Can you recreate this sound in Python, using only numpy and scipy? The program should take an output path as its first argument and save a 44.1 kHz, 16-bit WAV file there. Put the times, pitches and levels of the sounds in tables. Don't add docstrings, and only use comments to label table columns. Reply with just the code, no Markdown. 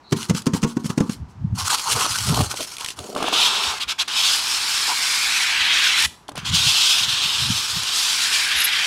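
import sys
import numpy as np
from scipy import signal
from scipy.fft import rfft, irfft, next_fast_len
from scipy.io import wavfile
from scipy.ndimage import uniform_filter1d

SR = 44100
rng = np.random.default_rng(int(sys.argv[2]) if len(sys.argv) > 2 else 0)


def to_wav(s):
    ch = np.atleast_2d(s).T
    pcm = np.round(np.clip(ch, -1, 1) * 32767)
    wavfile.write(sys.argv[1], SR, pcm.astype(np.int16))


N = 390726
TIME = np.arange(N) / SR

# time in seconds, thud in dB, nominal thud pitch in Hz, nail tick in dB,
# slab ring in dB re the thud column.
FINGER_TAPS = [(0.121, -8, 286, -32, -15.5), (0.124, -4.5, 167, -21.5, -9), (0.164, -20, 178, -44, -27),
               (0.295, -9.5, 160, -22, -26), (0.306, -3, 181, -33, -14), (0.346, -14, 181, -30.5, -16),
               (0.465, -10, 248, -22.5, -3), (0.469, -8, 220, -34, -14), (0.534, -9.5, 168, -26, -18),
               (0.545, -9.5, 206, -32, -17), (0.628, -9, 198, -27, -18), (0.633, -10, 141, -26, -6.5),
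               (0.642, -10.5, 242, -29.5, 0.5), (0.767, -5, 245, -34.5, -12.5), (0.842, -16, 207, -39, -24),
               (0.855, -11.5, 188, -37, -15.5), (0.899, -12.5, 183, -31, -18),
               (0.976, -2.5, 234, -26.5, -10), (1.002, -10.5, 284, -29, -8.5), (1.004, -3, 204, -32, -12),
               (1.093, -10, 207, -31.5, -19.5)]
# time in seconds, level in dB,
# pitch in Hz.
KNOCKS_AND_PRESSES = [(1.224, -16, 91), (1.447, -9, 154), (1.529, -8.5, 117), (1.637, -20, 88),
                      (1.954, -18.5, 121), (2.112, -25, 109), (2.21, -25, 110), (2.3, -5.5, 159),
                      (2.323, -10, 237), (2.406, -11, 240), (2.394, -9, 130), (2.424, -12, 113),
                      (2.599, -35, 120), (3.002, -28.5, 99), (3.68, -32, 70), (3.87, -35.5, 70),
                      (5.61, -36, 80), (6.063, -26.5, 72.7), (6.38, -26, 170), (6.43, -28, 170),
                      (6.508, -18, 100), (6.534, -11.5, 158), (6.6, -23, 130), (6.669, -18, 136),
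                      (7.019, -30, 110), (7.081, -24.5, 114), (7.135, -32, 150), (7.253, -28, 161),
                      (7.42, -19, 133), (7.5, -10, 203), (7.766, -19.5, 159), (8.57, -35, 69.5)]
# time in seconds, slab body in dB, snap in dB.
FOAM_SLIPS = [(1.95, -21, -27), (2.042, -20, -19), (2.06, -20, -22), (2.339, -16, -19), (2.372, -12, -34),
              (2.388, -11, -24), (2.403, -8.5, -25), (2.537, -20, -28), (2.601, -22, -25),
              (2.985, -25, -25), (3.145, -24, -27), (3.16, -12, -26.5), (3.173, -22, -38),
              (3.185, -23, -35), (3.201, -14.5, -31), (3.222, -12, -20), (3.239, -8, -37),
              (3.28, -12, -22.5), (3.325, -12.5, -19), (4.075, -30, -28), (4.875, -25, -30),
              (4.915, -28, -38), (6.287, -22.5, -31), (6.314, -27, -39), (6.351, -29, -30),
              (6.373, -24, -24)]
# time in seconds, level in dB.
BEAD_TICKS = [(0.2287, -11.5), (0.42, -20), (1.7384, -25), (2.009, -7), (2.186, -8), (2.513, -8.5),
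              (2.7674, -14), (2.7831, -15.5), (2.809, -12), (2.846, -9.5), (2.861, -8), (2.886, -9),
              (2.9038, -11), (6.282, -21.5), (7.833, -6.5)]
# start in seconds, length before release in seconds, rub in dB,
# slab body in dB re the rub column.
SKIN_RUBS = [(0.148, 0.1, -34, -6.5), (0.344, 0.039, -27, -10), (0.53, 0.042, -32.5, 0),
             (0.649, 0.07, -41.5, -3), (0.783, 0.015, -42, -8), (0.835, 0.03, -33, -21),
             (0.884, 0.02, -32.5, 6), (1.003, 0.07, -50, 7), (1.09, 0.042, -35.5, -17),
             (1.14, 0.06, -64, -2), (1.275, 0.04, -59, -6), (1.539, 0.04, -38.5, -8),
             (1.565, 0.055, -25.5, -1.5), (1.636, 0.028, -24, -8), (1.647, 0.029, -21.5, -7),
             (1.679, 0.069, -20.5, -2.5), (1.751, 0.095, -27, -8.5), (1.843, 0.058, -26, 2.5),
             (1.88, 0.049, -18, -16), (1.934, 0.13, -22.5, -2), (2.064, 0.22, -24, -11.5),
             (2.269, 0.15, -27, -3), (2.414, 0.052, -28, -10), (2.479, 0.044, -28.5, -2),
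             (2.545, 0.096, -29, -19), (2.65, 0.1, -36, -13), (2.769, 0.068, -36, 1),
             (2.851, 0.064, -35.5, -12), (2.95, 0.18, -42, -4.5), (3.142, 0.16, -41, 7),
             (3.311, 0.43, -38.5, 11)]
RUB_ATTACK_S, RUB_RELEASE_S, RUB_SAG_DB_PER_S = 0.031, 0.014, 6.5
# start in seconds, length in seconds, centre in Hz, width in Hz, level in dB.
NARROW_SOUNDS = [(0.007, 0.21, 4080, 400, -48.5), (4.867, 0.083, 930, 350, -24),
                 (8.534, 0.1, 10800, 500, -29), (8.59, 0.046, 11000, 900, -24),
                 (8.632, 0.037, 11000, 2400, -16.5)]
# start in seconds, length before release in seconds,
# level in dB.
FOAM_GROANS = [(1.87, 0.11, -41), (1.94, 0.068, -34.5), (2.26, 0.18, -33.5), (2.48, 0.053, -52),
               (2.58, 0.03, -31.5), (2.97, 0.095, -38.5), (3.07, 0.11, -34.5), (3.14, 0.22, -33.5),
               (3.33, 0.42, -39)]
GROAN_ATTACK_S, GROAN_RELEASE_S, GROAN_SAG_DB_PER_S = 0.032, 0.012, 14
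# start in seconds, length before release in seconds, hiss in dB.
WALL_JERKS = [(3.315, 0.028, -24), (3.385, 0.087, -22), (3.79, 0.046, -28.5), (3.872, 0.052, -26.5),
              (3.978, 0.045, -23), (6.352, 0.048, -38.5), (6.385, 0.084, -50), (6.44, 0.062, -28.5)]
JERK_ATTACK_S, JERK_RELEASE_S, JERK_RASP_DB = 0.025, 0.0057, 2.5
# time in seconds, hiss in dB,
# rasp of a tight fit in dB re hiss.
HEAVE_CURVE = [(3.17, -44, 3), (3.28, -33.5, 7), (3.308, -38, 5), (3.348, -24.5, 5), (3.676, -25, 0.5),
               (3.79, -36.5, -3)]
FIRST_PULL_CURVE = [(4.08, -30, -4), (4.096, -31.5, 2), (4.19, -21, 1), (4.228, -21.5, 1),
                    (4.372, -21.5, -3.5), (4.426, -25, -5), (5.16, -22.5, -5.5), (5.424, -24.5, -2),
                    (5.722, -26.5, 9), (5.74, -22.5, 3.5), (5.948, -24.5, 2.5), (6.06, -18.5, -2)]
SECOND_PULL_CURVE = [(6.51, -38, 4), (6.55, -20, 0), (6.86, -19, 0.5), (7.22, -25.5, 3), (7.73, -25.5, -4),
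                     (7.92, -27, 0), (7.96, -19.5, -5.5), (8.07, -23.5, -3), (8.44, -22, -4),
                     (8.53, -27.5, 3.5), (8.63, -24, 1.5), (8.72, -28, 5), (8.86, -26, 2)]
PULL_CURVES = [HEAVE_CURVE, FIRST_PULL_CURVE, SECOND_PULL_CURVE]
# time in seconds, dip in dB.
SLIDE_CATCHES = [(4.408, -4), (4.6, -2.5), (7.07, -6.5), (7.2, -1.5)]
CATCH_S = 0.018
USUAL_HISS_DB = -23.5
BODY_FOLLOW = 0.39
FIZZ_LOSS_DB_PER_DB = 0.21
# gripped at seconds, cavity starts to open at seconds, fully open at seconds,
# slab body in dB, closed cavity in dB, open cavity in dB.
INSERT_STATES = [(3.0, 4.4, 5.42, -34, -35.5, -24.5), (6.307, 7.95, 8.4, -35.5, -37.5, -25.5)]
# start in seconds, length before release in seconds, level in dB.
WRAP_RUSTLES = [(4.29, 0.09, -32), (4.85, 0.59, -37), (5.96, 0.1, -28), (7.39, 0.34, -42),
                (7.9, 0.62, -36.5)]
RUSTLE_ATTACK_S, RUSTLE_RELEASE_S = 0.054, 0.012

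# frequency in Hz, relative gain in dB.
SKIN_SPECTRUM = [(210, -46), (350, 12), (404, 2.5), (611, -14.5), (955, -2), (1450, -5), (1720, -16.5),
                 (2530, -14.5), (3010, -8), (3760, -15), (4140, -4), (4700, -6), (5520, -6), (9640, -11.5),
                 (15800, -28)]
CARD_SPECTRUM = [(300, -41), (520, -26), (640, -25.5), (800, -16.5), (1050, -11), (1350, -11), (1560, -7),
                 (1950, -7), (2500, -1.5), (3200, 3), (4200, -1.5), (5200, -1.5), (8500, -18), (11000, -24),
                 (15800, -37)]
BOX_SPECTRUM = [(25, -59), (45, -8), (80, 4), (115, 5), (150, -1.5), (185, -3.5), (235, -7.5), (290, -18.5),
                (420, -39), (800, -86)]
DRAG_SPECTRUM = [(25, -28), (50, -1.5), (85, -2), (160, -6), (250, -4), (420, -2), (600, -7), (900, -24.5)]
AIR_SPECTRUM = [(25, -29), (60, -2.5), (220, -3), (380, -4.5), (510, -11), (930, -2), (1270, -8),
                (1830, -15.5), (3500, -22), (6000, -25), (10000, -39), (15000, -48)]
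NAIL_SPECTRUM = [(300, -9), (700, -3), (1080, 13.5), (1450, 8), (1850, 5.5), (2700, 6), (4000, 1),
                 (6300, 5), (9500, -5), (12500, -15), (16000, -20)]
SNAP_SPECTRUM = [(400, -6), (1100, -15), (2000, 0), (3200, 7.5), (6000, -1), (10000, -1), (16000, -26)]
STRAIN_SPECTRUM = [(130, -19), (200, 3), (290, -2.5), (420, 8), (550, 1.5), (690, 6.5), (900, -22),
                   (1400, -33)]
AIR_DB = -52
# nominal frequency in Hz, nominal level in dB, t60 in seconds.
SLAB_MODES = [(227.5, -9.5, 0.3), (160, -2.5, 0.097), (293.6, -6, 0.12), (385, -3.5, 0.047),
              (500, -11.5, 0.089), (692, -26, 0.18), (914, -20.5, 0.18), (1090, -20.5, 0.17),
              (1400, -23, 0.11)]
GRIP_MODES = [(228, -8.5, 0.05), (305, -3, 0.081), (446, -6.5, 0.071), (593, -2, 0.048), (740, 4, 0.029),
              (850, 2.5, 0.021), (1090, 4.5, 0.024), (1250, 3, 0.018), (1600, -5, 0.017)]
EDGE_HZ = 15850


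def amp(db):
    return 10 ** (np.asarray(db) / 20)


def evened(x):
    return x / np.sqrt(np.mean(x ** 2) + 1e-20)


def steadied(x, size=2600):
    return x / np.sqrt(abs(uniform_filter1d(x ** 2, size)) + 1e-12)


def read(points, hz):
    point_hz, value = np.transpose(points)
    return np.interp(np.log(hz + 1), np.log(point_hz + 1), value)


def add(mix, s, sound):
    part = mix[max(round(s * SR), 0):][:len(sound)]
    part += sound[:len(part)]


def colour(x, points, size=4096):
    hz = abs(np.fft.fftfreq(size, 1 / SR))
    log_gain = np.log(amp(np.maximum(read(points, hz), -100)))
    response = np.exp(np.conj(signal.hilbert(log_gain)))
    impulse = np.fft.ifft(response).real[:size // 2]
    return signal.oaconvolve(x, impulse)[:len(x)]


def band(x, lo_hz, hi_hz, order=14):
    size = next_fast_len(len(x))
    hz = np.fft.rfftfreq(size, 1 / SR) + 1
    gain = ((1 + (lo_hz / hz) ** order) * (1 + (hz / hi_hz) ** order)) ** -.5
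    return evened(irfft(rfft(x, size) * gain, size)[:len(x)])


def wander(hz):
    lowpass = signal.butter(2, hz, fs=SR, output="sos")
    return evened(signal.sosfilt(lowpass, rng.standard_normal(N)))


def strokes(rows, attack_s, release_s, sag_db_per_s=0):
    power, t = np.zeros(N), TIME[:SR]
    for s, length, db in rows:
        attack = np.sin(np.pi / 2 * np.minimum(t / attack_s, 1)) ** 2
        release = np.exp(-np.maximum(t - length, 0) / release_s)
        add(power, s, (amp(db - sag_db_per_s * t) * attack * release) ** 2)
    return np.sqrt(power)


def level(pulls, axis=0, size=400):
    gain = np.zeros(N)
    for rows in pulls:
        s, db, *registers = np.transpose(rows)
        if axis:
            db = db + registers[axis - 1]
        gain += amp(np.interp(TIME, s, db, left=-np.inf, right=-np.inf))
    return abs(uniform_filter1d(gain, size))


def slips(per_s, spread_db, clump_db, clump_hz):
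    size = amp(spread_db * np.minimum(rng.exponential(1, N), 4))
    signed = size * rng.choice([-1, 1], N)
    happens = rng.random(N) < per_s / SR
    return signed * happens * amp(clump_db * wander(clump_hz))


def shifting(x, depth_db, frames, bins):
    z = signal.stft(x, nperseg=512, noverlap=384)[2]
    field = rng.standard_normal(z.shape)
    for _ in range(2):
        field = uniform_filter1d(field, max(round(frames), 1), axis=1)
        field = uniform_filter1d(field, max(round(bins), 1), axis=0)
    return signal.istft(z * amp(depth_db * evened(field)), nperseg=512, noverlap=384)[1][:N]


def ring(modes, scatter):
    t, out = TIME[:SR // 3], 0
    for hz, db, t60 in modes:
        shift = rng.uniform(-1, 1)
        weight = rng.choice([-1, 1]) * rng.uniform(0.6, 1.3)
        tone = np.sin(2 * np.pi * hz * (1 + scatter * shift) * t)
        out = out + weight * amp(db - 60 * t / t60) * tone
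    return out


def crunch(points, t60, rise=0.000086, size=3000):
    t = TIME[:size]
    envelope = amp(-60 * t / t60) * (1 - np.exp(-t / rise)) ** 2
    burst = colour(rng.standard_normal(size) * envelope, points)
    return burst / abs(burst).max()


def push(hz, delay, cycles):
    turns = (TIME[:SR // 10] - delay) * hz
    return -np.sin(2 * np.pi * turns) * np.exp(-(turns / cycles) ** 2)


def room(x, wet_db, low_t60, high_t60):
    echoes = rng.choice([-1., 1.], SR) * (rng.random(SR) < 0.07) * (TIME[:SR] > 0.004)
    hz, t, z = signal.stft(echoes, SR, nperseg=256)
    t60 = read([(500, low_t60), (10000, high_t60)], hz)[:, None]
    tail = signal.istft(z * amp(-60 * t / t60), SR, nperseg=256)[1]
    return x + amp(wet_db) * signal.fftconvolve(x, tail / np.linalg.norm(tail))[:N]


def air():
    return amp(AIR_DB) * evened(colour(rng.standard_normal(N), AIR_SPECTRUM))


def box(knock_db=-5, flex_db=-15, load_s=0.038, relax_s=0.041):
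    swings, flex_power = np.zeros(N), np.zeros(N)
    t = TIME[:SR] - 0.5
    strain = np.exp(np.minimum(t / load_s, -t / relax_s))
    for s, db, hz in KNOCKS_AND_PRESSES:
        add(swings, s - 0.012, amp(db + knock_db) * push(hz, delay=0.017, cycles=1.1))
        add(flex_power, s - 0.5, (amp(db + flex_db) * strain) ** 2)
    rumble = steadied(colour(rng.standard_normal(N), BOX_SPECTRUM))
    return swings + np.sqrt(flex_power) * rumble


def wrap():
    crinkle = colour(slips(per_s=6400, spread_db=1.0, clump_db=4.0, clump_hz=90), SNAP_SPECTRUM)
    swells = strokes(WRAP_RUSTLES, RUSTLE_ATTACK_S, RUSTLE_RELEASE_S)
    return swells * steadied(band(crinkle, 6500, 16000))


def narrow_sounds():
    out = np.zeros(N)
    for s, length, hz, width_hz, db in NARROW_SOUNDS:
        swell = np.hanning(int(length * SR))
        noise = rng.standard_normal(len(swell))
        narrow = band(noise, hz - width_hz / 2, hz + width_hz / 2, order=50)
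        add(out, s, amp(db) * swell * narrow)
    return out


def taps(lead=0.00331, delay=0.00815, thud_db=-1, skin_db=5, skin_hz=440, tick_db=11):
    out = np.zeros(N)
    for s, db, hz, nail_db, ring_db in FINGER_TAPS:
        dent_hz = skin_hz * rng.uniform(0.94, 0.97)
        add(out, s - lead, amp(db + thud_db) * push(hz, delay, cycles=0.76))
        add(out, s - lead, amp(nail_db + skin_db) * push(dent_hz, delay, cycles=1.0))
        add(out, s + lead, amp(db + ring_db) * ring(SLAB_MODES, scatter=0.078))
        add(out, s, amp(nail_db + tick_db) * crunch(NAIL_SPECTRUM, t60=0.026, rise=0.003))
    return out


def graze(graze_db=-9, touch_s=0.0075, lift_s=0.0039):
    power, t = np.zeros(N), TIME[:SR // 5] - 0.1
    touch = np.exp(np.minimum(t / touch_s, -t / lift_s))
    for s, _, _, nail_db, _ in FINGER_TAPS:
        add(power, s - 0.1, (amp(nail_db + graze_db) * touch) ** 2)
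    drive = slips(per_s=5100, spread_db=8.5, clump_db=3.5, clump_hz=100)
    return np.sqrt(power) * steadied(colour(drive, SKIN_SPECTRUM))


def creaks(body_db=-11.0, snap_db=6.0, tick_db=-5.0):
    out = np.zeros(N)
    for s, db, high_db in FOAM_SLIPS:
        add(out, s + 0.00264, amp(db + body_db) * ring(GRIP_MODES, scatter=0.11))
        add(out, s + 0.0051, amp(high_db + snap_db) * crunch(SNAP_SPECTRUM, t60=0.017))
    for s, db in BEAD_TICKS:
        add(out, s, amp(db + tick_db) * crunch(SNAP_SPECTRUM, t60=0.02, rise=0.00011))
    return out


def groan():
    drive = slips(per_s=900, spread_db=2, clump_db=1.2, clump_hz=70)
    swells = strokes(FOAM_GROANS, GROAN_ATTACK_S, GROAN_RELEASE_S, GROAN_SAG_DB_PER_S)
    return swells * steadied(colour(drive, STRAIN_SPECTRUM))


def fingers(rub_db=-1, body_db=-1.9, crackle_db=-5, uneven_db=1.55, uneven_hz=35):
    drive = slips(per_s=6000, spread_db=0.5, clump_db=1.0, clump_hz=108)
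    grain = colour(shifting(drive, depth_db=2.5, frames=8, bins=4), SKIN_SPECTRUM)
    sparse = slips(per_s=330, spread_db=0.5, clump_db=2.0, clump_hz=30)
    crackle = evened(colour(sparse, SNAP_SPECTRUM))
    shape = RUB_ATTACK_S, RUB_RELEASE_S, RUB_SAG_DB_PER_S
    rub_rows = [(s, length, db + rub_db) for s, length, db, _ in SKIN_RUBS]
    body_rows = [(s, length, db + slab_db + body_db) for s, length, db, slab_db in SKIN_RUBS]
    bright = steadied(band(grain, 1450, 17000)) + amp(crackle_db) * crackle
    hollow = steadied(band(grain, 720, 1300, order=12))
    rubbing = strokes(rub_rows, *shape) * bright + strokes(body_rows, *shape) * hollow
    return amp(uneven_db * wander(uneven_hz)) * rubbing


def travel(judder_db=1.24, judder_hz=14):
    dips_db = sum(db * np.exp(-((TIME - s) / CATCH_S) ** 2) for s, db in SLIDE_CATCHES)
    uneven = amp(dips_db + judder_db * wander(judder_hz))
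    jerk = strokes(WALL_JERKS, JERK_ATTACK_S, JERK_RELEASE_S)
    hiss = np.hypot(uneven * level(PULL_CURVES), jerk)
    rasp = np.hypot(uneven * level(PULL_CURVES, axis=1), amp(JERK_RASP_DB) * jerk)
    return hiss, rasp


def hollows():
    body, cavity = np.zeros(N), np.zeros(N)
    for gripped, opens, opened, body_db, closed_db, open_db in INSERT_STATES:
        opening_db = np.interp(TIME, [opens, opened], [closed_db, open_db])
        body = np.where(TIME > gripped, amp(body_db), body)
        cavity = np.where(TIME > gripped, amp(opening_db), cavity)
    return body, cavity


def scrape(rasp_db=-1.2, hiss_db=-1.93, fizz_db=-9, drag_db=-49):
    drive = slips(per_s=15000, spread_db=2.0, clump_db=0.12, clump_hz=91.5)
    grain = colour(shifting(drive, depth_db=2.0, frames=15.4, bins=2), CARD_SPECTRUM)
    speed, bite = travel()
    slab, hollow = hollows()
    effort = (np.sqrt(speed * bite) / amp(USUAL_HISS_DB)) ** BODY_FOLLOW
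    looseness = ((speed + 1e-9) / (bite + 1e-9)) ** FIZZ_LOSS_DB_PER_DB
    rasp = amp(rasp_db) * bite * steadied(band(grain, 2535, 3900, order=30))
    body = slab * effort * steadied(band(grain, 585, 1440, order=24))
    cavity = hollow * effort * steadied(band(grain, 1490, 2440, order=30))
    hiss = amp(hiss_db) * speed * steadied(band(grain, 4010, 7200, order=30))
    fizz = amp(fizz_db) * speed * looseness * steadied(band(grain, 7700, 15400, order=24))
    drag = amp(drag_db) * effort * evened(colour(drive, DRAG_SPECTRUM))
    return rasp + body + cavity + hiss + fizz + drag


def scene():
    background = air()
    carton = room(box() + wrap() + narrow_sounds() + scrape(), wet_db=-18, low_t60=0.19, high_t60=0.41)
    handling = taps() + graze() + creaks() + groan() + fingers()
    hands = room(handling, wet_db=-16, low_t60=0.3, high_t60=0.14)
    return (hands + carton + background)[None]


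def record(dry, ceiling=0.42, order=6):
    held = dry / (1 + abs(dry / ceiling) ** order) ** (1 / order)
    lowpass = signal.firwin(511, EDGE_HZ, window=("kaiser", 9), fs=SR)
    return signal.oaconvolve(held, lowpass[None], "same")


dry = scene()
out = record(dry)
to_wav(out)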